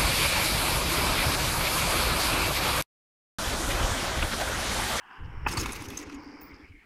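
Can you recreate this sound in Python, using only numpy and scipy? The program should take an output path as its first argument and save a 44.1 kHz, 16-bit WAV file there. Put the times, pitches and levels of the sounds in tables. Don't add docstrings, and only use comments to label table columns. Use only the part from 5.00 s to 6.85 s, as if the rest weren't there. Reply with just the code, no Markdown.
import sys
import numpy as np
from scipy import signal
from scipy.fft import rfft, irfft, next_fast_len
from scipy.io import wavfile
from scipy.ndimage import uniform_filter1d, map_coordinates

SR = 44100
rng = np.random.default_rng(int(sys.argv[2]) if len(sys.argv) > 2 else 0)


def wav_record(signal):
    frames = np.transpose(np.atleast_2d(signal))
    bounded = np.clip(frames, -1, 1)
    quanta = np.round(bounded * 32767).astype(np.int16)
    wavfile.write(sys.argv[1], SR, quanta)


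def invert_db(level):
    return 10 ** (np.asarray(level, dtype=float) / 20)


N = 81585
TIME_S = np.arange(N) / SR
TOUCHDOWN_S = 0.461

# [f/Hz, width/Hz, level/dB]
FRAME_TUBES = [(946, 360, -1), (1266, 440, 0.5), (1675, 340, -2), (2086, 300, -6), (2577, 124, 1.5),
               (5200, 900, -24)]


def unit(x):
    return x / np.sqrt(np.mean(x ** 2) + 1e-20)


def along(points, hz):
    f, v = np.transpose(points)
    return np.interp(np.log(hz + 1), np.log(f + 1), v)


def curves(rows):
    s, *cols = np.transpose(rows)
    return [np.interp(TIME_S, s, c) for c in cols]


def wobble(rate):
    knots = rng.standard_normal(int(N * rate / SR) + 4)
    return map_coordinates(knots, [np.arange(N) * rate / SR])


def filtered(x, response):
    m = next_fast_len(N + SR // 2)
    return irfft(rfft(x, m) * response(np.fft.rfftfreq(m, 1 / SR)), m)[..., :N]


def coloured(x, spectrum):
    return unit(filtered(x, lambda hz: invert_db(along(spectrum, hz))))


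def ringing(peaks):
    def response(f):
        total = 0
        for k, (centre, width, db) in enumerate(peaks):
            damping = 1j * f * width
            total = total + (-1) ** k * invert_db(db) * damping / (centre * centre - f * f + damping)
        return total
    return response


def swell(s, rise_s, hold_s, t60_s):
    t = TIME_S - s
    return np.clip(t / rise_s, 0, 1) * invert_db(-60 * np.maximum(t - rise_s - hold_s, 0) / t60_s)


def patchy(depth_db):
    z = signal.stft(rng.standard_normal(N), nperseg=512)[2]
    patches = uniform_filter1d(rng.standard_normal(z.shape), 6, 0)
    patches = uniform_filter1d(patches, 8, 1)
    return unit(signal.istft(z * invert_db(depth_db * unit(patches)), nperseg=512)[1][:N])


def impulses(per_s, spread_db):
    hits = rng.random(N) < per_s / SR
    sizes = invert_db(spread_db * rng.exponential(1, N))
    return unit(hits * sizes * rng.choice([-1, 1], N))


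def far_leaves():
    # [f/Hz, level/dB]
    hiss = [(100, -84), (500, -75), (4000, -71), (9000, -76), (16000, -82)]
    return filtered(rng.standard_normal(N), lambda hz: invert_db(along(hiss, hz)))


def insect(calls, hz, width_hz, per_s, fade_db, edge_s):
    strokes = 1 + 0.61 * np.sin(2 * np.pi * per_s * TIME_S + wobble(30.9))
    rasp = strokes * rng.standard_normal(N)
    wing = ringing([(hz, width_hz, 0)])
    level = 0
    for s, long, db in calls:
        t = TIME_S - s
        edges = np.clip(np.minimum(t, long - t) / edge_s, 0, 1)
        level = level + invert_db(db - fade_db * t / long) * edges
    return level * unit(filtered(rasp, lambda f: wing(f) ** 2))


def low_grasshopper():
    # [t/s, length/s, level/dB]
    buzzes = [
        (.05, .04, -78),
        (.095, 0.083, -71.5),
        (.15, 0.064, -74),
        (.235, 0.038, -66),
        (.3, 0.045, -90),
        (.4, 0.15, -78),
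        (1.175, 0.354, -60),
        (1.53, 0.044, -59),
        (1.56, 0.14, -68),
        (1.68, 0.4, -84),
    ]
    return insect(buzzes, hz=4970, width_hz=810, per_s=98, fade_db=4.5, edge_s=0.012)


def high_grasshopper():
    # [t/s, length/s, level/dB]
    chirps = [
        (1.225, 0.043, -68),
        (1.408, 0.11, -48),
    ]
    return insect(chirps, hz=15060, width_hz=390, per_s=180, fade_db=24, edge_s=0.0048)


def gust():
    # [t/s, level/dB]
    strength = [(0, -71.5), (.17, -74.5), (.2, -37), (.25, -36.5), (.27, -40), (.33, -43), (.38, -33),
                (.41, -43), (.45, -32.5), (.5, -33.5), (.55, -47), (.6, -36), (.68, -36.5), (.74, -46),
                (.9, -53.5), (1.2, -60), (1.77, -64), (1.82, -71)]
    # [f/Hz, level/dB per Hz]
    rumble = [(15, -1.5), (28, -6), (55, -2), (110, -7), (170, -16.5), (300, -48), (500, -33), (1000, -92)]
    level_db, = curves(strength)
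    raw = coloured(rng.standard_normal(N), rumble)
    buffet = raw / np.sqrt(0.054 + np.abs(uniform_filter1d(raw ** 2, size=1500)))
    return invert_db(level_db) * buffet


def puffs():
    # [t/s, peak level/dB, f/Hz]
    thuds = [(0.425, -28, 93), (0.573, -24.5, 90.3), (0.749, -37, 87), (0.797, -35, 86),
             (0.875, -35.5, 94.5), (.935, -42, 95), (0.992, -48, 68), (1.065, -42, 82),
             (1.147, -44.5, 76.5), (1.181, -49.5, 80), (1.259, -51, 68), (1.43, -49.5, 70),
             (1.517, -45, 49.6), (1.628, -46, 70), (1.689, -43, 57.3), (1.727, -48, 48.6),
             (1.765, -51, 69.6)]
    cycles = 2.18
    out = 0
    for s, db, hz in thuds:
        t = TIME_S - s
        push = np.sin(2 * np.pi * hz * t + 1.04 * wobble(60))
        out = out + invert_db(db) * push * np.sin(np.pi * np.clip(t * hz / cycles, 0, 1))
    return out


def bike_rush():
    # [t/s, level/dB, stage: 0 flying, 1 rolling, 2 gone]
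    passage = [(0, -56, -0.28), (.13, -48.5, 0), (.22, -51.5, 0), (.44, -50.5, 0.75), (.5, -40, 0.8),
               (.64, -40, 0.77), (.95, -49, 1), (1.12, -51, 0.81), (1.4, -53.5, 0.93), (1.64, -55.5, 1.7),
               (1.7, -58, 2), (1.77, -61.5, 2.5), (1.85, -56.5, 5)]
    # [f/Hz, width/Hz, level/dB]
    flying = [(820, 270, -2), (1085, 227, 1), (1553, 345, -0.5), (2935, 610, -5.5)]
    # [f/Hz, level/dB per Hz]
    rolling = [(240, -37), (400, -3), (570, -5.5), (617, -12), (862, -0.5), (1800, -8.5), (2170, -2),
               (3220, -30), (4200, -41), (5460, -15), (9240, -120)]
    # [f/Hz, level/dB per Hz]
    gone = [(240, -49), (400, -18), (542, -49), (684, -18.5), (1420, -14), (2240, -2.5), (4500, -33.5),
            (5850, -56), (9900, -120)]
    rush_db, stage = curves(passage)
    whirr_source = patchy(0.63) + 0.5 * impulses(1300, 2.8)
    whirr = unit(filtered(whirr_source, lambda f: ringing(flying)(f) ** 2))
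    roll = coloured(patchy(2.7) + 0.5 * impulses(820, 0.33), rolling)
    away = coloured(patchy(3.9), gone)
    rush = 0
    for k, layer in enumerate([whirr, roll, away]):
        share = np.clip(1 - np.abs(np.clip(stage, 0, 2) - k), 0, 1)
        rush = rush + np.sqrt(share) * layer
    return invert_db(rush_db + 0.57 * wobble(17.74)) * rush


def tyre_hum():
    # [t/s, level/dB]
    roll = [(0, -77.5), (.11, -66.5), (.2, -56.5), (.44, -58.5), (.47, -47), (.62, -38), (.7, -43.5),
            (.77, -50), (.85, -45), (1.15, -52), (1.4, -57.5), (1.65, -56.5), (1.68, -62), (1.77, -61),
            (1.81, -72), (1.85, -60)]
    # [f/Hz, width/Hz, level/dB]
    tyre_air = [(182, 76, -6), (293.5, 84, 0), (372.5, 147, -2.5), (499, 210, -11.5)]
    level_db, = curves(roll)
    shaking = invert_db(2 * wobble(40.37)) * rng.standard_normal(N)
    body = ringing([(300, 500, 0)])
    return invert_db(level_db) * unit(filtered(shaking, lambda f: ringing(tyre_air)(f) * body(f)))


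def tyre_bumps():
    # [t/s, peak level/dB]
    bumps = [(0.802, -33.5), (0.871, -36), (0.909, -34), (0.941, -43), (0.99, -28), (1.007, -36.5),
             (1.071, -28.5), (1.115, -31), (1.136, -29), (1.162, -30.5), (1.185, -33), (1.216, -38),
             (1.259, -29.5), (1.287, -34), (1.337, -31.5), (1.391, -36.5), (1.416, -41.5), (1.439, -35.5),
             (1.505, -38.5), (1.534, -43), (1.595, -39), (1.617, -42), (1.643, -51), (1.69, -50.5),
             (1.739, -45), (1.765, -53)]
    note_hz, wander_rad = 290.4, 0.72
    wander = wander_rad * (2 * wobble(15) + 1.57 * wobble(60))
    note = np.sin(2 * np.pi * note_hz * TIME_S + wander)
    return note * sum(invert_db(db - 9.5) * swell(s, 0.0049, 0.012, 0.066) for s, db in bumps)


def grass():
    # [t/s, length/s, level/dB]
    tufts = [(0.474, 0.032, -40), (0.505, 0.046, -45), (0.567, 0.06, -40.5), (0.644, 0.019, -47),
             (0.674, 0.067, -46), (0.752, 0.096, -48), (0.876, 0.067, -50.5), (0.96, 0.058, -51),
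             (1.042, 0.063, -55.5), (1.111, 0.038, -54.5), (1.187, 0.12, -71)]
    # [f/Hz, level/dB per Hz]
    blades = [(1470, -58), (2500, 4), (3180, -4), (3620, -5), (6470, -4.5), (7490, -11), (11500, -13),
              (15600, -20.5)]
    far_s, far_hz = 1.05, 8100
    level = sum(invert_db(db) * swell(s, 0.012, long, 0.076) for s, long, db in tufts)
    clumps = invert_db(1.8 * wobble(90))
    stalks = impulses(per_s=8400, spread_db=2)
    swish = coloured(clumps * (stalks + patchy(3)), blades)
    dull = filtered(swish, lambda f: 1 / (1 + (f / far_hz) ** 4))
    near = np.clip((far_s - TIME_S) / 0.024, 0, 1)
    return level * (near * swish + (1 - near) * dull)


def frame_knock(blows):
    def tubes(f):
        bass_cut = 1j * f / (500 + 1j * f)
        return ringing(FRAME_TUBES)(f) * bass_cut / (1 + 1j * f / 4000) ** 2
    return invert_db(9.5) * filtered(blows * rng.standard_normal(N), tubes)


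def chain():
    # [t/s, peak level/dB, main ring f/Hz, frame knock level/dB, flurry/s]
    clanks = [(0.4725, -36, 15300, -20, 0.0018), (0.481, -37.5, 5030, 21, 0.0046),
              (.5125, -32.5, 8970, 11.5, 0.0088), (0.5223, -29.5, 5200, -1, 0.0058),
              (0.5338, -30.5, 8130, 0, 0.0065), (0.5701, -23, 4480, 8.5, 0.0023),
              (0.5735, -24, 4480, 7.5, 0.0061), (0.586, -29, 6600, -5, .005),
              (0.5955, -27, 6550, -1, 0.015), (0.6107, -27.5, 5230, -7, 0.0049),
              (0.6576, -26.5, 3635, 12, 0.0015), (.6898, -35, 3650, 12, 0.0045),
              (.7195, -28, 9300, -5, 0.0027), (0.728, -30, 11100, -1, 0.0042),
              (0.754, -41, 5200, 9, 0.0033), (0.82, -36, 9670, 6, 0.0026), (.855, -55, 2700, 20, 0.003),
              (0.8837, -35.5, 6260, 0, .002), (0.9013, -34, 3505, 8, 0.0022),
              (0.932, -47, 5100, 20, 0.0016), (0.9711, -28.5, 6330, -1.5, .006),
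              (0.987, -33, 6300, 1, .002), (0.996, -42, 6000, 5, 0.0042), (1.026, -45, 6900, 12, 0.012),
              (1.066, -65, 2290, 27, .001), (1.096, -46.5, 5760, 24, 0.0025),
              (1.1216, -52.5, 3260, 19, 0.006), (1.1416, -44, 6870, -8, 0.0066),
              (1.414, -51.5, 6430, 12, 0.0037)]
    # [f/Hz, width/Hz, level/dB]
    link_modes = [(3710, 120, -11.5), (4480, 130, -8), (5100, 136, -3), (6500, 280, -4), (8070, 135, -8.5),
                  (9120, 160, -9.5), (11000, 800, -10.5), (11300, 350, -7.5), (14500, 1100, -29)]
    dulls_hz_s = 12000
    blows, out = np.zeros(N), np.zeros(N)
    for s, db, hz, knock_db, flurry_s in clanks:
        rough = 1.1 * wobble(450)
        ring = np.sin(2 * np.pi * hz * TIME_S + rough)
        out += invert_db(db - 9) * swell(s, 0.0013, flurry_s, 0.03) * ring
        links = swell(s, 0.001, flurry_s, 0.02)
        blows += invert_db(db + knock_db - 10) * links
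        parts = [(c, 2 * w, level - 2.5 + rng.normal(0, 3.5)) for c, w, level in link_modes]

        def rattle(f):
            return ringing(parts)(f) / (1 + 1j * f * (s - TOUCHDOWN_S) / dulls_hz_s)
        out += invert_db(db + 5.5) * filtered(links * rng.standard_normal(N), rattle)
    return out + frame_knock(blows)


def slap():
    # [t/s, peak level/dB]
    hits = [
        (.4622, -25),
        (.4643, -16),
        (.4667, -19),
        (.4693, -19),
        (.4715, -25),
    ]
    # [f/Hz, level/dB, time to fall 60 dB/s]
    modes = [(272.5, -5.5, 0.071), (920, -3.5, 0.025), (1300, -5, 0.016), (1720, -5, 0.013),
             (2140, -13, 0.0076), (2606, -3.5, 0.02), (2930, -8.5, 0.013)]
    top_hz = 3250
    ring = 0
    for s, db in hits:
        for hz, level, t60 in modes:
            loudness = invert_db(db + level + rng.normal(0, 3.7)) * swell(s, 0.00064, 0, t60)
            ring = ring + loudness * np.sin(2 * np.pi * hz * (TIME_S - s))
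    scrape = unit(filtered(rng.standard_normal(N), ringing(FRAME_TUBES)))
    scrape = invert_db(-26.5) * swell(TOUCHDOWN_S, 0.003, 0.007, 0.039) * scrape

    def dull(f):
        return ringing([(top_hz / 3, top_hz, 0)])(f) / (1 + (f / top_hz) ** 12)
    return filtered(invert_db(-3) * ring + scrape, dull)


def scene():
    meadow = far_leaves() + low_grasshopper() + high_grasshopper()
    wind = gust() + puffs()
    rolling_bike = bike_rush() + tyre_hum() + tyre_bumps() + grass()
    landing = chain() + slap()
    return (meadow + wind + rolling_bike + landing)[None]


def low_pass(x):
    return signal.sosfilt(signal.butter(12, 15840, fs=SR, output="sos"), x)


def record(dry):
    mix = filtered(dry, lambda hz: hz < 15830)
    return low_pass(mix)


dry = scene()
out = record(dry)
wav_record(out)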